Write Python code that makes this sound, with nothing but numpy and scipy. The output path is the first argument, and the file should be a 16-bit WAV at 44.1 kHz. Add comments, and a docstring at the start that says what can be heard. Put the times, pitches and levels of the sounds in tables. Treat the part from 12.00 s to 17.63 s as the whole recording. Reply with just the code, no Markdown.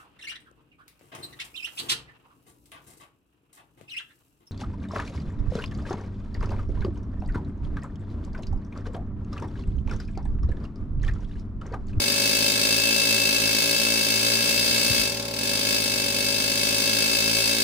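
"""Air chisel on a wheel hub

An air chisel hammers a car wheel hub about 55 times a second, slowing once as the trigger eases.
Each blow rings the alloy wheel, cracks, and puffs out air; a piston compressor hums close by.
Two spaced microphones hear it on a concrete drive, and their stand is bumped three times."""
import sys
import numpy as np
from scipy import signal
from scipy.fft import rfft, irfft, next_fast_len
from scipy.io import wavfile
from scipy.ndimage import uniform_filter1d

SR = 44100
rng = np.random.default_rng(int(sys.argv[2]) if len(sys.argv) > 2 else 0)


def generate_wav(sig):
    """Save sig (samples, or channels by samples) to the path in sys.argv[1] as 16-bit PCM at SR."""
    pcm = np.round(np.clip(np.atleast_2d(sig).T, -1, 1) * 32767).astype(np.int16)
    wavfile.write(sys.argv[1], SR, pcm)


N = 248283
T = np.arange(N) / SR
FFT_SIZE = next_fast_len(N + 8192)
HZ = np.fft.rfftfreq(FFT_SIZE, 1 / SR)
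FULL_BLOW_DB = -24

# how fast the chisel's piston runs: time_s, blows_per_s
PISTON_SPEED = [(0.0, 46.95), (0.29, 54.05), (0.54, 52.43), (0.86, 55.39), (1.55, 54.06), (1.8, 57.95),
                (2.05, 54.15), (2.72, 60.58), (2.74, 57.81), (2.96, 61.08), (3.12, 40.74), (3.3, 33.28),
                (3.45, 49.38), (3.75, 53.61), (4.06, 47.44), (4.29, 51.06), (5.11, 55.07), (5.63, 55.68)]


def gain(db):
    """Turns decibels into a multiplier."""
    return 10 ** (np.asarray(db) / 20)


def unit_level(x):
    """Scales a sound to an average (rms) level of 1."""
    return x / np.sqrt(np.mean(x ** 2) + 1e-20)


def coloured(x, points):
    """Filters a sound along a curve of (pitch_hz, level_db) points."""
    hz, db = np.transpose(points)
    curve = gain(np.interp(np.log(HZ + 1), np.log(hz), db))
    return irfft(rfft(x, FFT_SIZE) * curve, FFT_SIZE)[..., :N]


def ring(x, tones, swell_hz, flipped_hz=()):
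    """Rings an object's natural tones; a blow takes time to spread, so they swell in."""
    response = np.zeros((2, len(HZ)), complex)
    for hz, width, db, pan_db, lead in tones:
        sign = -1 if hz in flipped_hz else 1
        tone = sign * gain(db) / (1 + 2j * (HZ - hz) / width)
        tone /= 1 + 2j * (HZ - hz) / swell_hz
        response += tone * np.array([[gain(pan_db / 2)], [gain(-pan_db / 2) * np.exp(1j * lead)]])
    return irfft(rfft(x, FFT_SIZE) * response, FFT_SIZE)[:, :N]


def blow_strength(full_per_s=54.2, db_per_halving=12.5, regrip_s=3.09):
    """Blow level in dB: a faster piston, up to full speed, and a firmer grip hit harder."""
    speed = np.minimum(np.interp(T, *np.transpose(PISTON_SPEED)) / full_per_s, 1)
    grip_db = 2 * np.exp(-T / 0.33)  # firm at first
    grip_db -= (T > regrip_s) * np.exp(-np.maximum(T - regrip_s, 0) / 2.3)  # lighter after slowing
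    return FULL_BLOW_DB + db_per_halving * np.log2(speed) + uniform_filter1d(grip_db, SR // 10)


def blows(spread_db, jitter_s):
    """One click for each piston stroke, a little uneven in time and strength."""
    strokes = np.floor(.2 + np.cumsum(np.interp(T, *np.transpose(PISTON_SPEED))) / SR)
    starts = np.flatnonzero(np.diff(strokes))
    strength, late = rng.standard_normal((len(starts), 2)).T
    starts += (late * jitter_s * SR).astype(int)
    clicks = np.zeros(N)
    clicks[np.clip(starts, 0, N - 1)] = gain(spread_db * strength)
    clicks[0] = 1  # the stroke under way still rings
    return clicks


def bursts(clicks, fade_s, leak_db, rise_s=0.00088):
    """Loudness after each click, falling 60 dB in fade_s, over an air leak that thins with weaker blows."""
    burst = gain(-60 * T[:8192] / fade_s) * (1 - np.exp(-T[:8192] / rise_s))
    leak = gain(leak_db + 0.27 * (blow_strength() - FULL_BLOW_DB))
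    return signal.oaconvolve(clicks, burst)[:N] + leak


def grit(spread_db):
    """Three noises with grains of uneven size, as loose steel chatters."""
    grain_size = gain(spread_db * unit_level(uniform_filter1d(rng.standard_normal((3, N)), 20)))
    return rng.standard_normal((3, N)) * grain_size


def metal_ring(strikes):
    """The struck wheel and the tool ring at their own pitches."""
    # the alloy wheel's tones: pitch_hz, width_hz, level_db, left_over_right_db, right_lead_rad
    wheel = [(1345, 50, -18, -2, 2.5), (1640, 62, -11, 1, 1.4), (2200, 75, -11.5, 1, .9),
             (2560, 50, -14, 0, -.9), (3120, 60, -13, -5, -2.6), (3290, 30, -14, 0, -1.2),
             (3570, 40, -11, 4, 1.2), (3626, 30, -9, 4, 1.2), (3760, 60, -21, 4, 1.2),
             (3856, 30, -13, 6, -1.6), (3928, 35, -10.5, 4, 1.0), (3975, 30, -14, 4, 1.0),
             (4390, 40, -6.5, -6, -.2), (4560, 40, -10, 3, -2.5), (4740, 45, -4, 9, -2.7),
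             (4880, 60, -12, 8, -2.4), (4975, 45, -3.5, 10, -2.8), (5220, 55, -11, 0, 1.2),
             (5680, 30, -12, 5, 2.9), (5915, 60, -12, -2, -.3), (6150, 70, -21, 2, 0),
             (6309, 35, -12, 1, -2.1), (6610, 57, -17, 6, 1.4), (7040, 80, -18, 6, 1.9),
             (7719, 46, -20, 4, 1.0), (7975, 30, -16, -4, .2), (8110, 40, -9, 1, -.3),
             (8559, 36, -18, -1, .1), (8871, 50, -21, 2, -.2), (9160, 30, -9, -3, 1.2)]
    # the steel bit and tool barrel: same columns
    bit = [(9700, 150, -21, 0, .1), (10180, 110, -18, 0, 2.2), (10411, 80, -13, 0, 3.0),
           (10750, 120, -21, 0, 3.14), (11150, 70, -21, 0, 3.14), (11750, 120, -24, 0, 3.14),
           (12190, 55, -18, 0, -3.0), (12720, 60, -18, 0, -1.7), (13200, 120, -22, 0, -.3),
           (13600, 70, -21, 0, 0), (14100, 60, -22, 0, 0), (14480, 110, -23, 0, 0), (14820, 110, -21, 0, 0),
           (15100, 90, -22, 0, 0), (15450, 130, -24, 0, 0)]
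    # flipped tones start out against a close neighbour, so the pair peaks late
    return unit_level(ring(strikes, wheel + bit, swell_hz=252, flipped_hz=(3626, 3928)))


def crack(clicks, shared_grit, opposed_grit):
    """Steel hits steel with a sharp burst of noise."""
    # the part both microphones hear in step: pitch_hz, level_db
    shared_curve = [(600, -73), (1000, -17.5), (1900, -32), (2400, -9), (2900, -8.5), (4800, -12.5),
                    (5500, -16.5), (6000, -13.5), (7500, -15), (8400, -15), (9800, -13.5), (10400, -13),
                    (10700, -80), (12000, -45), (12500, -13.5), (15800, -23)]
    # the part that pushes at one and pulls at the other: pitch_hz, level_db
    opposed_curve = [(600, -20), (900, -28), (1400, -4), (2300, -4.5), (4700, -6), (6500, -10.5),
                     (7600, -12), (8400, -32), (9100, -7.5), (9600, -9), (10300, -30), (11400, -28),
                     (12300, -8), (13300, -17.5), (14000, -35)]
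    # the wheel is on the left and the housing shades the right microphone: pitch_hz, left_over_right_db
    shade = [(1000, -3), (3000, -7), (4800, 5.5), (7000, 2), (8000, 0.8)]
    shared = coloured(bursts(clicks, 0.1, leak_db=-3, rise_s=0.0017) * shared_grit, shared_curve)
    opposed = coloured(bursts(clicks, 0.079, leak_db=-7, rise_s=0.0006) * opposed_grit, opposed_curve)
    return unit_level(np.array([coloured(shared + opposed, shade), shared - opposed]))


def spoke(clicks, blow_db, pitch_hz=2642, width_hz=14, slip_rad=0.71, waver_db=2):
    """Blows land nearly in step with a spoke's own swing, so it sings on, slipping a little each time."""
    # the ring slowly swells and sinks: time_s, level_db
    swell = [(0, -5), (.25, 0.5), (.5, -2), (.7, 0), (.9, 4), (1.2, 2.5), (1.5, 0), (2.1, 0), (2.4, -1.5),
             (2.68, 0), (2.97, -2), (3.3, -1.5), (3.6, -3), (4.1, -0.5), (4.6, -1.5), (5.15, 0.5),
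             (5.63, -1.5)]
    slips = np.cumsum((clicks > 0) * slip_rad * rng.standard_normal(N))
    decay = np.exp(-np.pi * width_hz / SR)
    swing = uniform_filter1d(signal.lfilter([1], [1, -decay], clicks), 90)
    phase = 2 * np.pi * pitch_hz * T + uniform_filter1d(slips, 300) + np.array([[0], [-.9]])
    tone = swing * np.sin(phase) * gain([[-1], [1]])
    span = round(0.0075 * SR)
    waver = unit_level(uniform_filter1d(uniform_filter1d(rng.standard_normal(N), span), span))
    level_db = -32 + 0.99 * (blow_db - FULL_BLOW_DB) + np.interp(T, *np.transpose(swell))
    return gain(level_db + waver_db * waver) * unit_level(tone)


def exhaust(pulses, blow_db):
    """The air puffs are all alike, so they have a pitch; they weaken less than the blows."""
    # the air outlet and wheel well: pitch_hz, width_hz, level_db, left_over_right_db, right_lead_rad
    hollows = [(119, 56, -14.5, -17.5, 2.34), (254.3, 62.4, 7, 3, 0.41), (380.6, 47, 6.5, 1, -1.8),
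               (571, 46, 2, 18.5, -1.46), (898, 6100, -14.5, -19, 0.25)]
    return gain(0.87 * blow_db - 12.5) * unit_level(ring(pulses, hollows, swell_hz=233))


def chisel():
    """The same piston strokes drive the ring, the crack, the spoke and the puffs."""
    blow_db = blow_strength()
    clicks = blows(spread_db=.9, jitter_s=.00012)
    scrape, shared_grit, opposed_grit = grit(spread_db=1)
    chatter = bursts(clicks, 0.0021, leak_db=-4.5) * scrape  # the loose bit scrapes after it strikes
    metal = metal_ring(clicks + gain(-32) * chatter)
    cracks = echoed(crack(clicks, shared_grit, opposed_grit))
    steel = gain(blow_db) * (gain(-0.88) * metal + gain(-3) * cracks)
    return steel + spoke(clicks, blow_db) + exhaust(clicks + gain(-38) * chatter, blow_db)


def compressor(shaft_hz=56.25, hum_db=-41, fan_db=-42):
    """The pump hums at multiples of its shaft speed, over a steady rush of air."""
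    # the pump's tones: shaft_multiple, level_db
    pump_tones = [(1, -6), (2, 0.5), (3, -8), (4, -1), (5, -1.5), (6, -17), (7, -3.5), (8, -7.5), (9, -4.5),
                  (10, 3), (11, -2.5), (14, -9.5), (15, -13.5), (16, -4.5), (17, -10), (18, -30), (19, -11),
                  (20, -21), (22, -20), (23, -26), (24, -10.5)]
    # motor fan and street noise: pitch_hz, level_db
    fan_curve = [(18, -42), (30, 0), (275, -27), (336, -6), (560, 9.5), (683, -6), (1940, -5.5), (2640, -4),
                 (6000, -1), (7800, -53), (13200, -120)]
    hum = np.zeros((2, N))
    for multiple, db in pump_tones:
        start = 2 * np.pi * rng.random()
        lead = 0.098 * multiple * rng.standard_normal()  # higher tones reach the two sides out of step
        hum += gain(db) * np.sin(2 * np.pi * shaft_hz * multiple * T + start + np.array([[0], [lead]]))
    noise = rng.standard_normal((3, N))
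    fan = unit_level(coloured(noise[:2] + 1.15 * noise[2], fan_curve))
    return gain(hum_db) * hum + gain(fan_db) * fan


def echoed(x):
    """Adds two strong early echoes from nearby surfaces."""
    # bounces off the ground and car: delay_s, left_db, right_db
    echoes = [(.0045, -7, -7), (.0088, -7.5, -14)]
    taps = np.zeros((2, 1024))
    taps[:, 0] = 1
    for delay_s, left_db, right_db in echoes:
        taps[:, round(delay_s * SR)] = gain([left_db, right_db])
    return unit_level(signal.oaconvolve(x, taps, axes=1)[:, :N])


def yard(x, fade_s):
    """The car body and walls send back a short tail of echoes, different on each side."""
    t = T[:12000]
    taps = rng.choice([-1., 1.], (2, len(t))) * (rng.random((2, len(t))) < .05)
    taps *= gain(-60 * t / fade_s) * (t > .004)
    tail = signal.fftconvolve(x, taps / np.linalg.norm(taps[0]), axes=1)[:, :N]
    return coloured(tail, [(200, -13), (1000, 7), (7000, 10), (9500, -41)])


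def bumps():
    """Knocks on the microphone stand make dull thuds that drop in pitch."""
    # the knocks: start_s, level_db, base_pitch_hz, left_over_right_db, fade_s
    knocks = [(2.708, -31, 62, 5, .09), (2.902, -20, 80, 10, .09), (2.99, -30, 48, 4, .17)]
    out, t = np.zeros((2, N)), T[:6000]
    for start_s, db, base_hz, pan_db, fade_s in knocks:
        pitch_hz = base_hz * (.7 + 1.3 * np.exp(-t / .012) + 4 * np.exp(-t / .0012))
        loudness = gain(db - 60 * t / fade_s) * (1 - np.exp(-t / .002))
        thud = loudness * np.sin(2 * np.pi * np.cumsum(pitch_hz) / SR)
        start = round(start_s * SR)
        out[:, start:start + len(t)] += thud * gain([[pan_db / 2], [-pan_db / 2]])
    return out


def scene():
    """The chisel with its echoes, the compressor and the bumps."""
    tool = chisel()
    return tool + gain(-16.5) * yard(tool, fade_s=0.23) + compressor() + bumps()


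def record(dry, low_hz=30, high_hz=15780):
    """The microphones lose the deepest bass and the highest treble."""
    thinned = signal.sosfilt(signal.butter(2, low_hz, "high", fs=SR, output="sos"), dry)
    treble_cut = signal.firwin(1023, high_hz, window=("kaiser", 9), fs=SR)
    return signal.oaconvolve(thinned, treble_cut[None], "same")


dry = scene()
out = record(dry)
generate_wav(out)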